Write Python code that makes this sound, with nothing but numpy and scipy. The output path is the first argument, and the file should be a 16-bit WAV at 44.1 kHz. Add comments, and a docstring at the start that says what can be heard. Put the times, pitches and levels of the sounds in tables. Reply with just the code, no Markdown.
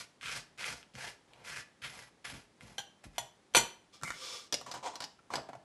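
"""A table knife spreads butter over dry toast in a small kitchen, close by: the room stays below the direct sound.
Each stroke is a swell of random tiny fractures that breaks crumbs, rings the blade and drums on the worktop.
The blade clinks twice on the plate, then is put down with a clatter: ringing modes over a crack and a thud.
The plastic butter tub is gripped, and its lid is slid over the worktop, fitted and pressed shut:
filtered grains for the rubbing, short chatters and hollow air notes for the clicks, snaps and knocks."""
import sys
import numpy as np
from scipy import signal
from scipy.fft import rfft, irfft
from scipy.io import wavfile
from scipy.ndimage import uniform_filter1d

SR = 44100
rng = np.random.default_rng(int(sys.argv[2]) if len(sys.argv) > 2 else 0)


def persist_wave(psi):
    """Save psi, clipped to +-1, as 16-bit WAV."""
    counts = np.round(np.clip(psi, -1, 1) * 32767).astype(np.int16)
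    wavfile.write(sys.argv[1], SR, np.atleast_2d(counts).T)


N = 248707
TIME = np.arange(N) / SR
BLOW_TIME = TIME[:SR // 3]  # longest a single blow may last

# Strokes of the knife, levels at full pressure; softening is the fall of the crust as butter coats it:
# start_s, attack_s, hold_s, release_s, crust_db, softening_db_per_s, crumbs_db, plate_db, whistle_db
KNIFE_STROKES = [ (0.0, 0.00069, 0.003, 0.047, -44, 30, -45.5, -55.5, -58.5),
                 (.21, 0.053, 0.13, 0.045, -41.5, 62, -49, -57.5, -67),
                 (0.576, .055, 0.078, 0.11, -42, 49, -47, -53, -63),
                 (0.94, 0.051, .10, .06, -50, 2, -52, -54.5, -66),
                 (1.276, .12, 0.039, .02, -65, 0, -74.5, -62, -92),
                 (1.442, 0.017, 0.14, 0.037, -49.5, -10, -50.5, -58.5, -65),
                 (1.816, 0.0099, 0.025, 0.078, -41.5, 46, -51, -55.5, -59),
                 (1.898, 0.048, 0.077, 0.074, -54.5, 10, -57.5, -59.5, -68),
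                 (2.243, 0.0021, 0.061, 0.039, -47.5, 30, -55, -59, -60),
                 (2.31, 0.034, 0.014, 0.1, -52, 30, -57, -59.5, -69),
                 (2.604, .003, 0.12, 0.09, -62, 25, -66.5, -65, -76),
                 (3.035, 0.0054, 0.0066, 0.032, -55, 25, -58, -56, -68),
                 (3.127, .04, 0.0085, .005, -63, 0, -67, -69, -79)]
# Colour of the breaking crust: pitch_hz, level_db
CRUST_COLOUR = [(200, -37.5), (600, -15.5), (1000, -9), (1250, 1.5), (1900, -2), (2500, 1), (3400, -0.5),
                (5000, -7.5), (8000, -22), (12000, -34)]
# Colour of its finest crumbs: pitch_hz, level_db
CRUMB_COLOUR = [(1000, -42.5), (3000, 1.5), (4900, 5.5), (6500, 0), (8400, -2.5), (9300, -5.5),
                (11300, -10), (12500, -19)]
# Colour of the worktop, heard in strokes, thumps and clinks: pitch_hz, level_db
WORKTOP_COLOUR = [(25, -39), (42, -5.5), (58, -1.5), (85, -10), (120, 0.5), (190, -1), (290, -12.5),
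                  (500, -19.5), (1500, -53)]
# Colour of the plate under the toast: pitch_hz, level_db
PLATE_BODY_COLOUR = [(150, -17), (320, -11), (440, 2.5), (660, 1.5), (900, 6), (1100, -4), (2000, -33)]
# Thin whistle of the blade's edge: pitch_hz, level_db
WHISTLE_COLOUR = [(9000, -58), (10600, -12), (11080, 4), (11500, -37), (12500, -39)]
# Worktop rumble at a firm crust level, its share of the crust's dB, and its swell as the hand leans in
RUMBLE_DB, FIRM_CRUST_DB, RUMBLE_SHARE, LEANING_DB_PER_S = -62, -45, .35, 36


def buttering():
    """The blade breaks crust and crumbs in uneven catches, and shakes plate and worktop through the toast."""
    crust = crumbs = rumble = body = whistle = 0
    for *move, crust_db, softening_db_per_s, crumbs_db, plate_db, whistle_db in KNIFE_STROKES:
        rumble_db = RUMBLE_DB + RUMBLE_SHARE * (crust_db - FIRM_CRUST_DB)
        crust = crust + contact(move, crust_db, -softening_db_per_s)
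        crumbs = crumbs + contact(move, crumbs_db)
        rumble = rumble + contact(move, rumble_db, LEANING_DB_PER_S)
        body = body + contact(move, plate_db)
        whistle = whistle + contact(move, whistle_db)

    catches = undb(1.96 * wander(rate=130))  # the edge sticks and lets go
    fractures = unit(catches * grains(rate=2200, spread_db=2.5))
    extra_dust = catches * grains(rate=7000, spread_db=4.0)
    dust = unit(fractures + 1.17 * extra_dust)

    crunch = crust * unit(colour(fractures, CRUST_COLOUR)) + crumb_snaps()
    crunch = .82 * crunch + .42 * np.std(crunch) * unit(pressed_blade(crunch))
    drumming = rumble * unit(colour(grains(rate=600, spread_db=2), WORKTOP_COLOUR))
    plate = body * unit(colour(fractures, PLATE_BODY_COLOUR))
    fine_crumbs = crumbs * unit(colour(dust, CRUMB_COLOUR))
    edge = whistle * unit(colour(dust, WHISTLE_COLOUR))
    return crunch + drumming + plate + fine_crumbs + edge


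# Larger bits of crust give way, levels before the blade's ring is mixed in: start_s, level_db
CRUST_SNAPS = [(0.212, -50), (0.2303, -47), (.284, -45), (.6428, -42), (0.6797, -53), (.829, -56),
               (0.9375, -65), (0.953, -51), (1.0107, -55), (1.0792, -50.5), (1.335, -58), (1.448, -59.5),
               (1.573, -49), (2.254, -44), (2.609, -55)]
SNAP_DUST_DB = -13  # fine crumbs that fly with a snap, relative to it


def crumb_snaps():
    """A larger bit breaks with one sharp touch and a very short chatter, throwing fine crumbs."""
    out = np.zeros(N)
    for s, db in CRUST_SNAPS:
        snap = impact(0.0033, first=0.82)
        add(out, s, blow(colour(snap, CRUST_COLOUR), db))
        add(out, s, blow(colour(snap, CRUMB_COLOUR), db + SNAP_DUST_DB))
    return out


# Blade and plate, damped by the toast pressed between them: pitch_hz, width_hz, level_db
PRESSED_MODES = [(1580, 21, -19), (1747, 110, 6.5), (1948, 29, 0), (2070, 62, 3.5), (2440, 280, 3.5),
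                 (3135, 26, -7.5), (5030, 99, -18)]


def pressed_blade(crunch):
    """Every fracture rings the damped blade; as the contact travels, its modes swell independently."""
    ring = 0
    for mode in PRESSED_MODES:
        swell = undb(4 * wander(rate=14))
        ring = ring + convolve(crunch, resonances([mode])) * swell
    return ring


# The weight of the hand comes down on the worktop: start_s, level_db
HAND_THUMPS = [(0.701, -48), (0.939, -47.5), (2.32, -45), (2.62, -48), (3.049, -46), (4.017, -42.5)]


def hand_thumps():
    """The worktop answers the weight of the hand with a dull swell."""
    out = np.zeros(N)
    for s, db in HAND_THUMPS:
        add(out, s, thud(WORKTOP_COLOUR, db))
    return out


# Knife touches the plate, place 0 tip, 1 edge, 2 flat; chatter is that of the crack:
# start_s, place, clank_db, crack_db, thud_db, chatter_t60_s
PLATE_CLINKS = [(2.7814, 0, -37, -41.5, -57.5, 0.059), (3.1814, 1, -35, -37.5, -53.5, 0.02),
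                (3.538, 2, -49, -52.5, -64, 0.068), (3.5487, 2, -24, -20, -40, 0.065),
                (3.5654, 2, -21.5, -28, -38, 0.052), (3.5744, 2, -29, -29.5, -54.5, 0.042)]
# Dry crack of steel on the plate: pitch_hz, level_db
CRACK_COLOUR = [(150, -25.5), (300, -19), (500, 3), (900, 3.5), (1300, 0), (2400, 2), (4200, 4),
                (5200, -9.5), (7500, -18), (9400, -10), (10200, -34), (11400, -33.5)]
FREE_RING_DB = -3  # ringing after the two part, relative to the clank


def knife_on_plate(touching_width_hz=110):
    """Steel chatters on the plate: a dry crack, a clank damped by touching, free ringing and a thud."""
    out = np.zeros(N)
    modes = np.array(PLATE_MODES)
    for s, place, clank_db, crack_db, thud_db, chatter_t60 in PLATE_CLINKS:
        mode_db = modes[:, 2 + int(round(place))]
        damped = resonances([(hz, touching_width_hz, db) for hz, db in zip(modes[:, 0], mode_db)])
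        clank = convolve(impact(2.1 * chatter_t60, first=0.2), damped)
        crack = colour(impact(chatter_t60, first=0.18), CRACK_COLOUR)
        add(out, s, blow(plate_ring(mode_db), clank_db + FREE_RING_DB))
        add(out, s, blow(clank, clank_db))
        add(out, s, blow(crack, crack_db))
        add(out, s, thud(WORKTOP_COLOUR, thud_db))
    return out


# Blade and plate together, clean t60 before butter shortens it; levels depend on where they touch:
# pitch_hz, t60_s, tip_db, edge_db, flat_db
PLATE_MODES = [ (427.7, 0.13, -24, -25, -4), (663, 0.034, -2, 6.5, -12.5), (803, .14, 6, -1, -16.5),
               (930, 0.18, -23, -2.5, -10), (968, .14, -28, -19, -5.5), (1400, 0.082, -21, -9, -8.5),
               (1586, 0.092, 7, -10, -16), (1890, 0.23, -25, -1, -12.5), (2080, 0.087, -33, -13, -6),
               (2400, 0.14, -19, -22, -5.5), (2800, 0.35, -7, -26, -32.5), (3118, 0.071, -17, 4.5, 2),
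               (3100, 0.047, 8, -13, -9.5), (3170, .19, 1, -11, -10.5), (3380, .13, -12, 4.5, -22.5),
               (3500, .13, -24, -32, -31.5), (4090, .15, -10, -23, -4.5), (4320, .11, -31, -9, -9.5),
               (4370, 0.15, -26, -21, -13), (4450, .19, -11, -12, -5), (5820, 0.091, 2.5, -4, -12.5),
               (5960, 0.11, -24, 1.5, 3), (6030, 0.081, 2, -1, -13.5), (7000, .15, -6, 1, -4),
               (7680, 0.21, -26, -2, -3.5), (8500, 0.11, -28, -34, -9), (9000, .14, -30, -9, -10),
               (9490, 0.21, -10, -2, -9.5), (11000, 0.1, -34, -6, -17.5), (11360, 0.12, -30, -3, -9.5)]


def plate_ring(mode_db, split_hz=40, twin_db=-6, loss_hz=28000):
    """Free ringing: each mode beats against a weaker twin at most split_hz away."""
    ring = 0
    for (hz, t60, *_), db in zip(PLATE_MODES, mode_db):
        pair_hz = hz + np.array([0, split_hz * rng.uniform(-1, 1)])
        phases = np.outer(pair_hz, BLOW_TIME) + rng.random((2, 1))
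        main, twin = np.sin(2 * np.pi * phases)
        buttered_t60 = t60 / (1 + hz / loss_hz)  # butter damps the high modes most
        ring = ring + undb(db) * fade(buttered_t60) * (main + undb(twin_db) * twin)
    return ring * (1 - fade(.006))


# The wall of the tub clicks as fingers tighten on it: start_s, level_db
TUB_WALL_CLICKS = [(4.0138, -62), (4.024, -56), (4.0342, -41.5), (4.044, -54), (4.0777, -50), (4.092, -55),
                   (4.1046, -42), (4.1198, -53)]
# What a click sets off: air pitch, hollow note and rim relative to the click, chatter
CLICK_CAVITY_HZ, CLICK_HOLLOW_DB, CLICK_RIM_DB, CLICK_T60_S = 1320, 2.5, -25, 0.01


def wall_clicks():
    """Thin plastic ticks under the fingers, with a trace of rim and a hollow note of the air inside."""
    out = np.zeros(N)
    for s, db in TUB_WALL_CLICKS:
        add(out, s, plastic(TICK_COLOUR, CLICK_T60_S, db))
        add(out, s, plastic(RIM_COLOUR, CLICK_T60_S, db + CLICK_RIM_DB))
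        add(out, s, hollow_note(CLICK_CAVITY_HZ, CLICK_T60_S, db + CLICK_HOLLOW_DB))
    return out


# The rim of the lid catches and snaps; chatter is that of the plastic:
# start_s, cavity_hz, snap_db, hollow_db, chatter_t60_s
LID_RIM_SNAPS = [(4.525, 1180, -34, -43.5, 0.031), (4.53, 467, -42.5, -42, 0.056),
                 (4.5412, 460, -31.5, -44, 0.023), (4.714, 1130, -43, -48.5, 0.056),
                 (4.9555, 870, -46.5, -53, 0.021), (5.004, 856, -44, -44.5, 0.029),
                 (5.021, 920, -44.5, -44.5, 0.083), (5.0398, 850, -43, -47, 0.035),
                 (5.3373, 950, -44, -34.5, 0.017), (5.3558, 845, -37, -39.5, .022)]
# Base of the tub on the worktop, also heard under the knocks: pitch_hz, level_db
TUB_BASE_COLOUR = [(30, -47.5), (60, -16), (100, -8), (150, 1.5), (250, -3.5), (400, -21), (1500, -50)]
SNAP_TICK_DB, SNAP_THUD_DB = -4.5, -14  # tick relative to the snap, thud relative to the hollow note


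def rim_snaps():
    """The rim snaps and ticks, pushes the air in the tub and jolts its base."""
    out = np.zeros(N)
    for s, cavity_hz, db, hollow_db, chatter_t60 in LID_RIM_SNAPS:
        add(out, s, plastic(RIM_COLOUR, chatter_t60, db))
        add(out, s, plastic(TICK_COLOUR, chatter_t60, db + SNAP_TICK_DB))
        add(out, s, hollow_note(cavity_hz, chatter_t60, hollow_db))
        add(out, s, thud(TUB_BASE_COLOUR, hollow_db + SNAP_THUD_DB))
    return out


# The lid knocks softly on the tub; chatter is that of the plastic:
# start_s, cavity_hz, level_db, chatter_t60_s
SOFT_KNOCKS = [(4.6131, 1010, -48, 0.012), (4.6626, 1070, -47.5, 0.06), (4.7395, 940, -41, 0.12),
               (5.1901, 1287, -62.5, 0.027), (5.3038, 1100, -42.5, .02), (5.367, 725, -40, 0.058),
               (5.381, 694, -39.5, 0.054), (5.4884, 690, -43, 0.055), (5.5318, 970, -47, .023),
               (5.552, 680, -47, 0.026)]
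KNOCK_TICK_DB, KNOCK_THUD_DB = -6, -10.5  # relative to the knock
SEATED_S, SEATED_TICK_DB = 5.1, -21  # from here the lid is seated and knocks tick far less


def lid_knocks():
    """A soft knock is mostly a hollow note of the air, with some tick and a thud of the base."""
    out = np.zeros(N)
    for s, cavity_hz, db, chatter_t60 in SOFT_KNOCKS:
        tick_db = KNOCK_TICK_DB if s < SEATED_S else SEATED_TICK_DB
        add(out, s, hollow_note(cavity_hz, chatter_t60, db))
        add(out, s, plastic(TICK_COLOUR, chatter_t60, db + tick_db))
        add(out, s, thud(TUB_BASE_COLOUR, db + KNOCK_THUD_DB))
    return out


# Tick of thin plastic: pitch_hz, level_db
TICK_COLOUR = [(200, -5.5), (700, -2), (1500, -11), (1800, 14.5), (2150, -23.5), (2950, 10.5), (3300, -10),
               (3750, 5.5), (4300, -1.5), (5500, 3.5), (7600, 2.5), (9000, -4.5), (12000, -10.5)]
# Snap of the rim: pitch_hz, level_db
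RIM_COLOUR = [(1000, -24.5), (2500, -13), (3700, -8), (4200, -6.5), (4520, -3), (4900, -2), (5250, -6.5),
              (5850, -7), (7000, -19.5), (12000, -26)]


def plastic(spectrum, chatter_t60, db):
    """A brief chatter of thin plastic."""
    return blow(colour(impact(chatter_t60, first=0.19), spectrum), db)


# Air in the tub: multiple of cavity_hz, width_hz, level_db
CAVITY_MODES = [(.72, 180.4, -9.5), (1, 228, 16), (1.7, 300, -2)]
# A soft fingertip passes little treble to that air: pitch_hz, level_db
SOFT_PUSH_COLOUR = [(150, -0.5), (500, -3.5), (1700, -7.5), (3000, -11), (8000, -16)]


def hollow_note(cavity_hz, chatter_t60, db):
    """The air in the tub answers a push with a short hollow note."""
    cavity = resonances([(ratio * cavity_hz, width, mode_db) for ratio, width, mode_db in CAVITY_MODES])
    push = impact(1.36 * chatter_t60, first=0.26)
    return blow(convolve(push, colour(cavity, SOFT_PUSH_COLOUR)), db)


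# Fingers tighten on the tub: start_s, attack_s, hold_s, release_s, level_db
GRIP_MOVES = [(4.034, 0.0018, 0.053, 0.098, -47)]
# Fingers creaking on the wall of the tub: pitch_hz, level_db
CREAK_COLOUR = [(200, -6), (1000, -16), (1230, 3), (1520, -13), (1700, -21), (1950, 0), (2100, 8),
                (2300, 7), (2500, -15), (7500, -9.5), (12000, -19)]


def finger_creak():
    """Fingers creak on the tub in sparse grains of friction."""
    return moves(GRIP_MOVES) * unit(colour(grains(rate=900, spread_db=-5.0), CREAK_COLOUR))


# The lid slides over the worktop: start_s, attack_s, hold_s, release_s, level_db
SLIDE_MOVES = [(3.925, 0.013, 0.014, 0.069, -58.5), (4.135, 0.11, .115, 0.12, -45.5)]
# Hiss of the sliding lid: pitch_hz, level_db
HISS_COLOUR = [(120, -21), (270, -32.5), (400, -0.5), (520, -6.5), (690, -15), (1200, -6), (1500, -12),
               (1950, -11), (2400, -10.5), (3500, -3), (4200, -5), (5300, -6), (8100, -12.5), (12000, -26)]
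# Lid and worktop ring faintly while it slides: pitch_hz, width_hz, level_db
SLIDE_RING_MODES = [(406, 60, -17), (520, 22, -12), (1194, 25, -3.5), (2330, 70, -4), (3430, 150, 1),
                    (4650, 240, 5), (5220, 160, 4.5)]


def lid_slide():
    """The lid hisses over the worktop; dense grains of friction also ring both faintly."""
    drag = grains(rate=9000, spread_db=1.5)
    hiss = unit(colour(drag, HISS_COLOUR))
    ring = unit(convolve(drag, resonances(SLIDE_RING_MODES)))
    return moves(SLIDE_MOVES) * unit(1.03 * hiss + .5 * ring)


# The lid is worked round the rim: start_s, attack_s, hold_s, release_s, level_db
FITTING_MOVES = [(4.662, 0.0092, 0.038, .04, -49.5), (4.74, 0.0097, 0.028, 0.036, -48),
                 (4.826, 0.037, 0.011, 0.035, -38.5), (4.897, .012, .008, 0.029, -49.5),
                 (4.935, 0.018, 0.0041, 0.032, -46.5), (5.305, 0.035, .01, 0.026, -42.5)]
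# The lid rubbing on the tub: pitch_hz, level_db
RUB_COLOUR = [(90, -21), (280, -10), (500, -4.5), (680, -2.5), (1000, 2.5), (1200, -6.5), (1400, -15),
              (3000, -16), (7500, -18), (9000, -26), (12000, -38)]


def lid_rub():
    """The lid rubs on the rim with a coarser, hollow grain."""
    return moves(FITTING_MOVES) * unit(colour(grains(rate=2800, spread_db=1.0), RUB_COLOUR))


def kitchen(x, early_db=-7, early_t60=0.082, late_db=-10.0, late_t60=0.36, treble_t60=0.3):
    """Worktop and cupboards answer at once; the room rings a little longer, its treble dying first."""
    early, low, high = rng.standard_normal((3, len(BLOW_TIME)))
    sparse = rng.random(len(BLOW_TIME)) < .03
    early = early * sparse * fade(early_t60) * (1 - fade(0.0067))
    early = colour(early, [(150, -14), (900, 2)])  # small surfaces return little bass
    low = colour(low, [(100, -2), (1000, -0.5), (3000, -2), (8000, -14.0)]) * fade(late_t60)
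    high = colour(high, [(1500, -23.0), (5000, -0.5), (11000, -5)]) * fade(treble_t60)
    late = (low + high) * (1 - fade(0.015))
    response = undb(early_db) * early / np.linalg.norm(early)
    response = response + undb(late_db) * late / np.linalg.norm(late)
    return x + convolve(x, response)


# Colour of the quiet kitchen: pitch_hz, density_db_per_hz
AMBIENCE_COLOUR = [(18, -45), (30, -7), (212, 3), (907, -4), (1290, -8), (1970, -9), (2670, -13),
                   (3100, -12), (7270, -17.5), (11100, -23.5), (12000, -44), (15600, -60), (22000, -120)]
AMBIENCE_DB = -67.5


def kitchen_hush():
    """The faint steady hush of the kitchen: coloured noise."""
    return undb(AMBIENCE_DB) * unit(colour(rng.standard_normal(N), AMBIENCE_COLOUR))


def undb(db):
    """Decibels to gain."""
    return 10 ** (np.asarray(db) / 20)


def unit(x):
    """Scale to rms 1."""
    return x / np.sqrt(np.mean(x ** 2))


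def blow(x, db):
    """Scale a short sound to the energy of 10 ms at this level."""
    return x * undb(db) * np.sqrt(.01 * SR / np.sum(x ** 2))


def fade(t60):
    """Exponential decay over the length of a blow, falling 60 dB in t60 seconds."""
    return np.exp(-np.minimum(np.log(1000) * BLOW_TIME / max(t60, 1e-4), 30))


def convolve(x, response):
    """Pass x through a response, keeping its length."""
    return signal.oaconvolve(x, response)[:len(x)]


def colour(x, points, size=4096):
    """Causal minimum-phase filter whose gain follows (Hz, dB) points."""
    hz, db = np.transpose(points)
    bins = np.maximum(np.arange(size // 2 + 1) * SR / size, 1)
    gain = undb(np.interp(np.log(bins), np.log(hz), db))
    cepstrum = irfft(np.log(gain))
    cepstrum[1:size // 2] *= 2  # fold the cepstrum forward in time
    cepstrum[size // 2 + 1:] = 0
    return convolve(x, irfft(np.exp(rfft(cepstrum))))


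def resonances(modes, size=2048):
    """Impulse response of damped (Hz, width Hz, dB) modes."""
    t = BLOW_TIME[:size]
    return sum(undb(db) * np.exp(-np.pi * width * t) * np.cos(2 * np.pi * hz * t) for hz, width, db in modes)


LANDING_DB, LIFT_OFF_DB = -11, -19  # pressure at landing and lift-off, relative to full


def contact(move, db, slope_db_per_s=0):
    """Gain of one rubbing move: it lands, bears down, holds and lifts; it may drift once fully down."""
    start, *stages = move
    s = start + np.cumsum([0, *np.abs(stages)])
    pressure_db = np.interp(TIME, s, [LANDING_DB, 0, 0, LIFT_OFF_DB])
    drift_db = slope_db_per_s * (np.clip(TIME, s[1], s[-1]) - s[1])
    touching = 1. * ((TIME >= s[0]) & (TIME <= s[-1]))
    return undb(db + pressure_db + drift_db) * uniform_filter1d(touching, size=64)


def moves(table):
    """Gain of a series of rubbing moves."""
    return sum(contact(move, db) for *move, db in table)


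def grains(rate, spread_db):
    """Tiny fractures at random moments, rate a second on average, of random size and sign; rms 1."""
    sizes = undb(spread_db * np.minimum(rng.exponential(size=N), 4))
    return unit((rng.random(N) < rate / SR) * sizes * rng.choice([-1, 1], N))


def wander(rate):
    """Smooth chance with about rate turns a second, scaled to rms 1."""
    knots = np.arange(0, TIME[-1] + 1, 1 / rate)
    path = np.interp(TIME, knots, rng.standard_normal(len(knots)))
    return unit(uniform_filter1d(path, size=256))


def impact(t60, first):
    """A first touch of the given size, followed by a dying chatter."""
    push = rng.standard_normal(len(BLOW_TIME)) * fade(t60)
    push /= np.linalg.norm(push)
    push[0] = first
    return push


def thud(spectrum, db):
    """A heavy support answers a blow with a dull, slower swell."""
    swell = fade(0.16) - fade(0.052)
    return blow(colour(rng.standard_normal(len(BLOW_TIME)) * swell, spectrum), db)


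def add(track, s, sound):
    """Mix a sound into the track at s seconds."""
    start = int(s * SR)
    track[start:start + len(sound)] += sound[:N - start]


def scene():
    """All the handling sounds in the room, over its faint steady hush."""
    knife = buttering() + hand_thumps() + knife_on_plate()
    tub = wall_clicks() + rim_snaps() + lid_knocks()
    friction = finger_creak() + lid_slide() + lid_rub()
    return (kitchen(knife + tub + friction) + kitchen_hush())[None]


def record(dry):
    """The deepest bass below 38 Hz is thinned, and nothing sounds above about 12.1 kHz."""
    thin = signal.sosfilt(signal.butter(4, 38, "high", fs=SR, output="sos"), dry)
    return signal.sosfilt(signal.ellip(10, .2, 80, 12100, fs=SR, output="sos"), thin)


dry = scene()
out = record(dry)
persist_wave(out)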